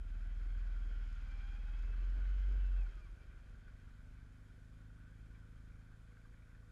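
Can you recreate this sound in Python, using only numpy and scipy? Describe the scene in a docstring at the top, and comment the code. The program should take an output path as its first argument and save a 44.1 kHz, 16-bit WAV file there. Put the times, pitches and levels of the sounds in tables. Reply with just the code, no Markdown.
"""A muddy woodland trail, heard by a camera in a closed housing on a small off-road vehicle that follows another.
The near twin-cylinder engine, a sum of sines on its orders, pulls with a deep boom, swells, then drops to a lumpy idle.
The engine ahead, built the same way, drones on and slowly gains speed.
Shaped noise makes the rattle, housing hiss and tyre rumble; wavering sines make the gear whines;
short rising tones and noise bursts make the muddy water."""
import sys
import numpy as np
from scipy import signal
from scipy.io import wavfile
from scipy.ndimage import uniform_filter1d

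SR = 44100
rng = np.random.default_rng(int(sys.argv[2]) if len(sys.argv) > 2 else 0)


def output_pcm(signal):
    """Save a mono or channel-first signal as 16-bit PCM at the path in sys.argv[1].

    Samples are clipped to [-1, 1] before scaling.
    """
    pcm = np.clip(np.atleast_2d(signal).T, -1, 1) * 32767
    wavfile.write(sys.argv[1], SR, np.round(pcm).astype(np.int16))


def elevation(decibels):
    """Turn decibel levels (scalar or array-like) into linear amplitude ratios."""
    levels = np.asarray(decibels, float)
    return 10 ** (levels / 20)


N = 295911
T = np.arange(N) / SR

# near engine under load: (time [s], cycle rate [Hz], exhaust boom on order 2 [dB])
PULL = [(0.0, 18.9, -46.0), (0.15, 19.2, -42.0), (0.3, 19.8, -41.4), (0.6, 20.28, -38.0),
        (0.9, 19.75, -38.5), (1.05, 19.27, -40.7), (1.2, 18.96, -44.0), (1.55, 19.35, -42.0),
        (1.8, 20.21, -37.8), (1.95, 20.69, -37.2), (2.25, 22.85, -35.0), (2.4, 23.49, -35.5),
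        (2.55, 23.31, -33.8), (2.75, 22.45, -32.9), (2.8, 21.62, -33.3), (2.84, 20.89, -35.3),
        (2.87, 20.4, -38.5), (2.9, 20.1, -41.5), (2.915, 19.95, -57), (2.94, 19.76, -64)]
TWIN_GAP = 0.4  # share of a cycle between the two firings
PARKED_DB = -80  # rattle level that counts as no shake


def evened(x):
    """Scales a signal to rms 1."""
    return x / np.sqrt(np.mean(x ** 2) + 1e-20)


def curves(rows):
    """Columns over the whole time, after a window that is open while the table lasts."""
    s, *columns = np.transpose(rows)
    lasts_to_end = s[-1] > T[-1] - 0.1
    inside = (T >= s[0]) * ((T <= s[-1]) | lasts_to_end)
    gate = uniform_filter1d(1.0 * inside, size=2000)
    return gate, *(np.interp(T, s, c) for c in columns)


def bumps(rows, width):
    """Short bell-shaped changes of level in dB; width in s."""
    return sum(db * np.exp(-((T - s) / width) ** 2) for s, db in rows)


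def drift(hz):
    """Slow random wander of rms 1, up to about hz."""
    knots = rng.standard_normal(int(T[-1] * 200))  # 200 a second
    smooth = signal.filtfilt(*signal.butter(2, np.clip(hz / 100, 0.01, 0.9)), knots)
    return np.interp(T, np.arange(len(knots)) / 200, evened(smooth))


def noise(points, patchy_db, band):
    """Random short-time spectra in drifting patches, close to rms 1 inside band (Hz)."""
    frames, hz = N // 512 + 5, np.fft.rfftfreq(2048, 1 / SR)
    real, imaginary, patches = rng.standard_normal((frames, 1025, 3)).T
    patches = uniform_filter1d(patches, size=12, axis=0)  # over frequency
    patches = evened(uniform_filter1d(patches, size=6, axis=1))  # over time
    f, db = np.transpose(points)
    shape = elevation(np.interp(np.log(hz + 1), np.log(f + 1), db, left=-90, right=-90))
    in_band = (hz > band[0]) & (hz < band[1])
    share = np.sum(shape[in_band] ** 2) / np.sum(shape ** 2)
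    spectra = (real + 1j * imaginary) * shape[:, None] * elevation(patchy_db * patches)
    sound = signal.istft(spectra, nperseg=2048, noverlap=1536)[1][:N]
    return evened(sound) / np.sqrt(share)


def orders(cycle_hz, levels, uneven_db, lag, second=0.0, start=0.0, lead=0.0, pipe_hz=28.5, steep=16):
    """One sine per engine order; uneven firing shakes the high orders most."""
    turn = 2 * np.pi * (start + np.cumsum(cycle_hz) / SR)
    out = np.zeros(N)
    for k, db in levels:
        shake = uneven_db * np.sqrt(k)
        above = max(k - 5, 0)
        # the second cylinder's thump
        twin = np.angle(1 + second * np.exp(-2j * np.pi * k * TWIN_GAP))
        # reversed below the exhaust pipe's lowest resonance
        pipe = np.pi / (1 + (k * cycle_hz / pipe_hz) ** steep)
        phase = k * turn + lag * above ** 2 + lead * above + twin + pipe + 0.12 * shake * drift(8.0)
        out += np.sqrt(2) * elevation(db + shake * drift(8.8)) * np.cos(phase)
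    return out, turn


def follow(law, load_db, rattle_db):
    """A level in dB that rises with engine load and with the shake of the frame."""
    rest_db, by_load, by_shake = law
    return rest_db + by_load * load_db + by_shake * (rattle_db - PARKED_DB)


def bubbles(begin_s):
    """Clumps of short bubbles that rise in pitch as they ring."""
    t, out = T[:1200], np.zeros(N)
    # typically 110 a second, shared among 12 pitches
    rate = 110 / 12 * elevation(4 * drift(3.0)) * (T > begin_s)
    for hz in np.geomspace(1050, 2600, num=12):
        tone = np.sin(2 * np.pi * hz * t * (1 + 6 * t))
        bubble = tone * (1 - np.exp(-t / 0.001)) * np.exp(-t * hz / 7)
        hits = (rng.random(N) < rate / SR) * elevation(2.5 * rng.standard_normal(N))
        out += signal.oaconvolve(hits, bubble)[:N]
    return out


def thrown_water(begin_s):
    """Spray: noise under random bursts that die away exponentially."""
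    # thrown water: (frequency [Hz], relative density [dB per Hz])
    spray = [(850, -38), (1120, -1.5), (1300, -1.5), (1750, 2), (2100, -7), (2330, 7), (2600, -15.5),
             (3600, -17.5), (6000, -32)]
    throws_per_s, decay_s = 20, 0.009
    throws = (rng.random(N) < throws_per_s / SR) * (T > begin_s) * elevation(2.1 * rng.standard_normal(N))
    bursts = signal.oaconvolve(throws, np.exp(-T[:3000] / decay_s))[:N]
    return bursts * noise(spray, 1.0, band=[900, 2800])


def slosh():
    """Wheels ahead churn the puddle: gurgles and spray grow as they wade deeper, and single plops ring the housing."""
    # single loud plops: (time [s], peak level before the 3 dB cut below [dB], frequency [Hz])
    plops = [(3.552, -63, 1460), (3.681, -55.5, 1500), (3.8868, -64, 1440), (4.0055, -59, 1500),
             (4.8182, -64, 1530), (4.902, -69, 1450), (5.1235, -64, 1480), (5.4335, -60, 1480),
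             (5.56, -62, 1500), (5.72, -68, 2350), (5.915, -64, 1200), (6.11, -67, 1150), (6.12, -65, 2150),
             (6.17, -61, 1600), (6.215, -68, 2350), (6.2513, -62, 1560), (6.256, -62, 1180),
             (6.3235, -63, 1490), (6.627, -63, 1460), (6.632, -65, 1120)]
    begin_s, growth_db_per_s = 2.9, 1.4
    water = elevation(-81) * bubbles(begin_s) + elevation(-82) * thrown_water(begin_s)
    out = elevation(growth_db_per_s * (T - begin_s)) * water
    t, plop_s = T[:1200], 0.005
    for s, db, hz in plops:
        part = out[round(s * SR):][:len(t)]
        plop = elevation(db - 3) * np.sin(2 * np.pi * hz * t) * np.exp(-(t / plop_s) ** 2)
        part += plop[:len(part)]
    return out


def ground_rumble(load_db, rattle_db, throb):
    """Body rumble and tyre growl pump with the engine cycle; ruts jolt them up and rolling to a stop adds a grumble."""
    # body rumble: (frequency [Hz], relative density [dB per Hz])
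    rumble_shape = [(8, 13), (25, 28.5), (45, 19), (70, 25.5), (130, 8.5), (200, 6.5), (300, 1.5),
                    (400, 3.5), (560, 1.5), (700, 0), (900, -11), (1200, -28.5)]
    # tyres on rough ground: (frequency [Hz], relative density [dB per Hz])
    growl_shape = [(110, -31), (170, -1.5), (220, -2), (300, -3.5), (380, -11.5), (500, -30.5)]
    # ruts under the wheels: (time [s], lift [dB])
    jolts = [(.5, 3.5), (.93, 3.8), (1.88, 4.3), (2.03, 4.2), (2.18, 6.9), (2.3, 1.9), (2.4, 3), (2.5, 5.7),
             (2.56, 2.4), (2.78, 2.6)]
    # (level at rest [dB], gain per dB of load [dB], gain per dB of shake [dB])
    rumble_law = (-82, 0.31, 0.19)
    growl_law = (-88.5, .3, .9)
    stop_db = bumps([(3.3, 2)], 0.51)  # the near vehicle rolls to a stop
    lift_db = 0.75 * throb + bumps(jolts, 0.04) + stop_db
    rumble_db = follow(rumble_law, load_db, rattle_db) + lift_db
    growl_db = follow(growl_law, load_db, rattle_db) + lift_db
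    rumble = noise(rumble_shape, 0.98, band=[400, 750]) * elevation(rumble_db)
    return rumble + noise(growl_shape, 1.1, band=[150, 400]) * elevation(growl_db)


def housing_hiss(load_db, rattle_db, throb, flicker):
    """Noise around the main ring of the housing, pumped by the engine cycle."""
    # (frequency [Hz], relative density [dB per Hz])
    hiss_shape = [(470, -43), (800, -13), (989, -10), (1220, -7), (1310, -7), (1370, -2), (1520, 3),
                  (1690, -6), (1950, -10), (2540, -29), (4290, -120)]
    # (level at rest [dB], gain per dB of load [dB], gain per dB of shake [dB])
    hiss_law = (-75.5, 0.19, 0.58)
    hiss_db = follow(hiss_law, load_db, rattle_db) + 1.1 * throb + 0.6 * flicker
    return noise(hiss_shape, 0.92, band=[1100, 1900]) * elevation(hiss_db)


def frame_rattle(rattle_db, throb, flicker):
    """The rolling frame rattles as noise, and loose parts tick faintly as short high rings."""
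    # (frequency [Hz], relative density [dB per Hz])
    rattle_shape = [(1700, -34.5), (2000, -3.5), (2350, 0.5), (2600, -2), (2780, -8.5), (2960, -5.5),
                    (3100, -3.5), (3260, -2.5), (3450, -10.5), (5200, -13.5), (5900, -20.5), (6600, -17.5),
                    (7600, -31.5), (10500, -44.5)]
    level_db = rattle_db - 3.5 + 0.34 * throb + 0.71 * flicker
    rattle = noise(rattle_shape, 0.97, band=[2000, 4000]) * elevation(level_db)
    strength = elevation(1.5 * np.minimum(rng.exponential(1, N), 2.5)) * rng.standard_normal(N)
    hits = (rng.random(N) < 150 / SR) * strength  # about 150 a second
    t = T[:200]
    ring = np.sin(2 * np.pi * 5200 * t) + np.sin(2 * np.pi * 6700 * t) + 0.19 * np.sin(2 * np.pi * 9500 * t)
    tick = np.exp(-t / 0.00066) * ring
    return rattle + elevation(rattle_db - 8) * signal.oaconvolve(hits, tick)[:N]


def gear(start, length, hz, top_db):
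    """A fuzzy whine on one swell: tooth contact flutters in level and pitch."""
    u = 2 * (T - start) / length - 1  # -1 at its start, 1 at its end
    swell_db = -14 * np.minimum(u ** 4, 10)  # starts and ends 14 dB under its top
    turn = 2 * np.pi * np.cumsum(hz * (1 + 0.0075 * drift(60.0))) / SR
    return np.sqrt(2) * elevation(top_db + swell_db + 3.0 * drift(29.0)) * np.sin(turn)


def drivetrain_whines():
    """Gear and belt whines follow the road speed, hold near one pitch or follow the crank."""
    # gear mesh tone, set by road speed: (time [s], frequency [Hz])
    road = [(0, 680), (.12, 660), (.33, 680), (.43, 735), (.52, 752), (.6, 680), (.9, 682), (1.15, 765),
            (1.3, 785), (1.55, 806), (1.62, 824), (1.8, 840), (2.05, 862), (2.2, 885), (2.785, 888),
            (2.85, 785), (2.89, 722), (2.95, 690), (3.1, 590)]
    # swelling with the road speed: (start [s], length [s], multiple of the mesh tone, top level [dB])
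    meshed = [(-.1, .48, 1, -83), (.4, .16, 1, -83), (.56, .4, 1, -84), (1.22, .62, 1, -78.5),
              (1.22, .4, 3, -73.5), (1.56, .56, 3.08, -77), (2.1, .4, 3, -84), (2.5, .3, 3, -80),
              (1.22, .12, 1.97, -71), (1.38, .22, 1.99, -73), (1.3, .4, 3.95, -83), (.1, .75, 2.9, -85),
              (2.77, .1, 3, -71.5), (2.86, .05, 3, -79), (2.76, .15, 1, -80), (2.93, .13, .95, -81),
              (2.92, .1, 1.87, -72), (3.03, .07, 1.87, -80), (2.91, .07, 3.72, -79), (2.99, .08, 3.72, -78),
              (2.2, .35, 2.35, -78), (2.3, .46, 3.35, -80)]
    # holding near one pitch: (start [s], length [s], frequency [Hz], top level [dB])
    held = [(.2, 1., 3270, -86), (1.3, .6, 3270, -79), (2., .85, 3220, -85), (2.82, .05, 2360, -73.5),
            (2.9, .1, 3250, -82), (3.17, .08, 2350, -81), (-.1, .55, 1390, -80), (.55, .85, 1390, -77.5),
            (.52, .45, 1252, -84), (.88, .25, 2960, -84), (1.85, .6, 2965, -85)]
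    # geared to the crank: (start [s], length [s], multiple of the engine cycle, top level [dB])
    cranked = [(1.28, .4, 54.6, -83), (1.9, .5, 55.8, -79), (2.4, .3, 54.5, -84), (2.68, .14, 54.5, -80)]
    mesh_hz, cycle_hz = curves(road)[1], curves(PULL)[1]
    rows = [(s, length, k * mesh_hz, db) for s, length, k, db in meshed] + list(held)
    rows = rows + [(s, length, k * cycle_hz, db) for s, length, k, db in cranked]
    return sum(gear(*row) for row in rows)


def engine_ahead():
    """A steadier, thinner drone from some metres away: one hard thump in every cycle."""
    # (time [s], cycle rate [Hz], order 6 before the lifts below [dB])
    ahead = [(0.0, 22.0, -70), (0.5, 21.6, -70.5), (0.75, 20.65, -72.8), (1.0, 19.19, -74.9),
             (1.5, 21.06, -73.3), (2.0, 21.84, -71.5), (2.25, 22.6, -69.5), (2.95, 23.9, -71.4),
             (3.31, 24.0, -71.6), (3.8, 24.6, -70.3), (4.04, 25.3, -70), (4.31, 25.7, -70),
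             (4.44, 25.6, -69.6), (4.72, 26.2, -67.9), (4.98, 25.9, -67.4), (5.09, 26.4, -68),
             (5.32, 26.9, -68.1), (5.82, 26.6, -68.4), (5.94, 26.7, -70), (6.46, 27.3, -71.5),
             (6.7, 27.1, -71)]
    # (multiple of the cycle, level against order 6 [dB])
    ahead_orders = [(2, -4.5), (3, -7), (4, 5.5), (5, -11.5), (6, 0), (7, -9), (8, -13), (9, -8.5),
                    (10, -12), (11, -22), (12, -20.5), (14, -22), (15, -23.5), (18, -24), (20, -29)]
    # body panels and ground lift or hollow out orders that slide past: (frequency [Hz], width [Hz], lift [dB])
    panels = [(117.3, 7, 6), (208, 8, -4.5), (256, 13, 5.5), (322, 20, 5), (486, 8, 9), (526.4, 7, 11)]
    _, hz, sixth_db = curves(ahead)
    # it digs in entering the puddle: orders harden by their distance from the sixth
    dig_db_per_order = bumps([(3.75, 0.93)], 0.68)
    # just before, orders 14 and 15 blare out
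    blare_db = bumps([(3.16, 9)], 0.4)
    levels = []
    for k, rel_db in ahead_orders:
        hard_db = dig_db_per_order * abs(k - 6) if k < 12 else blare_db * (k in (14, 15))
        panel_db = sum(lift * np.exp(-((k * hz - at_hz) / width) ** 2) for at_hz, width, lift in panels)
        levels.append((k, sixth_db + rel_db + hard_db + panel_db))
    return orders(hz, levels, uneven_db=0.2, lag=-0.08, pipe_hz=123, steep=8)[0]


def near_pull(crack_lead):
    """The exhaust under load: its gate, orders, cycle angle and load in dB; load roughens orders 6 and up."""
    # (multiple of the cycle, level against order 3 before the rasp [dB])
    pull_orders = [(1, -29), (4, -11.5), (5, -9.5), (6, -26), (7, -39.5), (8, -34.5), (9, -21.5), (10, -21),
                   (11, -20.5), (12, -27.5), (13, -28), (14, -33), (15, -23), (16, -33)]
    on, hz, boom_db = curves(PULL)
    # order 3 thins as the speed rises, and dies once the throttle shuts at 2.75 s
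    third_db = -50.5 - 2 * (hz - 18.32) - 130 * np.clip(T - 2.75, 0, 0.25)
    load_db = np.maximum(boom_db + 47, 0)  # a boom of -47 dB or less counts as no load
    rasp_db = -5.5 + 0.32 * load_db
    levels = [(2, boom_db), (3, third_db)]
    levels += [(k, third_db + db + (k > 5) * rasp_db) for k, db in pull_orders]
    pull, turn = orders(hz, levels, uneven_db=0.46, lag=0.0, start=-0.3, lead=crack_lead)
    return on, pull, turn, load_db


def near_idle():
    """The exhaust with the throttle shut: its gate, orders and cycle angle; stumbles make firings weak or strong."""
    # (time [s], cycle rate [Hz], order 5 before the stumbles [dB])
    idle_curve = [(2.92, 14.13, -66), (3.0, 13.55, -68), (3.1, 13.48, -62.4), (3.25, 12.93, -60.5),
                  (3.45, 12.16, -61.3), (3.85, 11.76, -60.5), (4.05, 11.21, -59.6), (4.25, 11.05, -60.4),
                  (4.45, 10.05, -61.1), (4.75, 9.83, -58.4), (5.05, 10.37, -57.3), (5.45, 10.0, -58.0),
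                  (5.65, 10.34, -57.6), (5.85, 10.12, -60.8), (6.65, 10.02, -60.8)]
    # (multiple of the cycle, level against order 5 [dB])
    idle_orders = [(1, -25.5), (6, -17), (7, -15), (8, -10.5), (9, -20.5), (10, -24), (11, -33.5)]
    # low orders sink out of the pipe's reach as the engine slows:
    # (multiple of the cycle, level at 9.85 Hz [dB], gain per Hz of cycle rate [dB], top level [dB])
    idle_low = [(2, -77, 2.3, -61), (3, -64, 3.64, -49), (4, -70, 4.5, -60.5)]
    # weak or strong firings: (time [s], change [dB])
    stumbles = [(2.915, -6), (2.96, 4), (3.135, 3), (3.175, -12), (3.25, -7), (3.29, 3), (3.33, -6),
                (3.44, -4), (3.63, -5), (3.81, -4), (3.96, -5)]
    off, hz, fifth_db = curves(idle_curve)
    levels = [(k, np.minimum(db + gain * (hz - 9.85), top_db)) for k, db, gain, top_db in idle_low]
    levels += [(5, fifth_db)] + [(k, fifth_db + db) for k, db in idle_orders]
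    idle, turn = orders(hz, levels, uneven_db=0.25, lag=-0.05, second=0.9, start=-0.28)
    return off, elevation(bumps(stumbles, 0.025)) * idle, turn


def near_engine():
    """Joins pull and idle; returns the exhaust, the throb of its cycle and its load in dB."""
    crack_lead = 1.85  # radians of the cycle by which the crack of orders 6 and up precedes the boom
    on, pull, turn, load_db = near_pull(crack_lead)
    off, idle, slow_turn = near_idle()
    turn = turn + crack_lead
    pull_throb = np.cos(turn) + 0.29 * np.cos(2 * turn)
    idle_throb = np.cos(slow_turn) + np.cos(2 * slow_turn - 2 * np.pi * TWIN_GAP)
    throb = on * pull_throb + 0.13 * off * idle_throb
    # under load each cycle starts as a pressure drop
    return off * idle - on * pull, throb, load_db


def scene():
    """Sums both engines, the running noises of the near vehicle and the water."""
    # how hard the rolling frame shakes: (time [s], rattle level before trims [dB])
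    shake = [(0, -74), (.25, -72.5), (.45, -71.5), (1, -70), (1.4, -68.5), (1.85, -69.5), (2.3, -69),
             (2.85, -70.5), (3.1, -75.5), (3.3, -76), (4, -78), (4.8, -80.5), (5.6, -79.5), (6.7, -80.5)]
    exhaust, throb, load_db = near_engine()
    rattle_db = curves(shake)[1]
    flicker = drift(29.0)  # shared by hiss and rattle
    running = ground_rumble(load_db, rattle_db, throb)
    running = running + housing_hiss(load_db, rattle_db, throb, flicker)
    running = running + frame_rattle(rattle_db, throb, flicker)
    return (slosh() + running + drivetrain_whines() + engine_ahead() + exhaust)[None]


def band_limit(x):
    """A steep low-pass at the top of the band."""
    return signal.sosfilt(signal.butter(12, 12600, fs=SR, output="sos"), x)


def record(dry):
    """The microphone adds hiss and the camera electronics a faint steady whine."""
    # microphone hiss: (frequency [Hz], relative density [dB per Hz])
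    hiss_floor = [(2060, -41), (3500, -3), (4560, -5.5), (5100, -7), (6140, -6), (6650, -4), (7520, -6.5),
                  (12400, -10.5), (16200, -42.5), (22000, -120)]
    # camera electronics: (frequency [Hz], peak level [dB])
    electronic = [(3596.4, -95), (7192.8, -99), (10789.2, -102)]
    hiss = elevation(-87.5) * noise(hiss_floor, 0.93, band=[5000, 13000]) * elevation(0.5 * drift(6.8))
    whine = sum(elevation(db) * np.sin(2 * np.pi * hz * T) for hz, db in electronic)
    return band_limit(dry + hiss + whine)


dry = scene()
out = record(dry)
output_pcm(out)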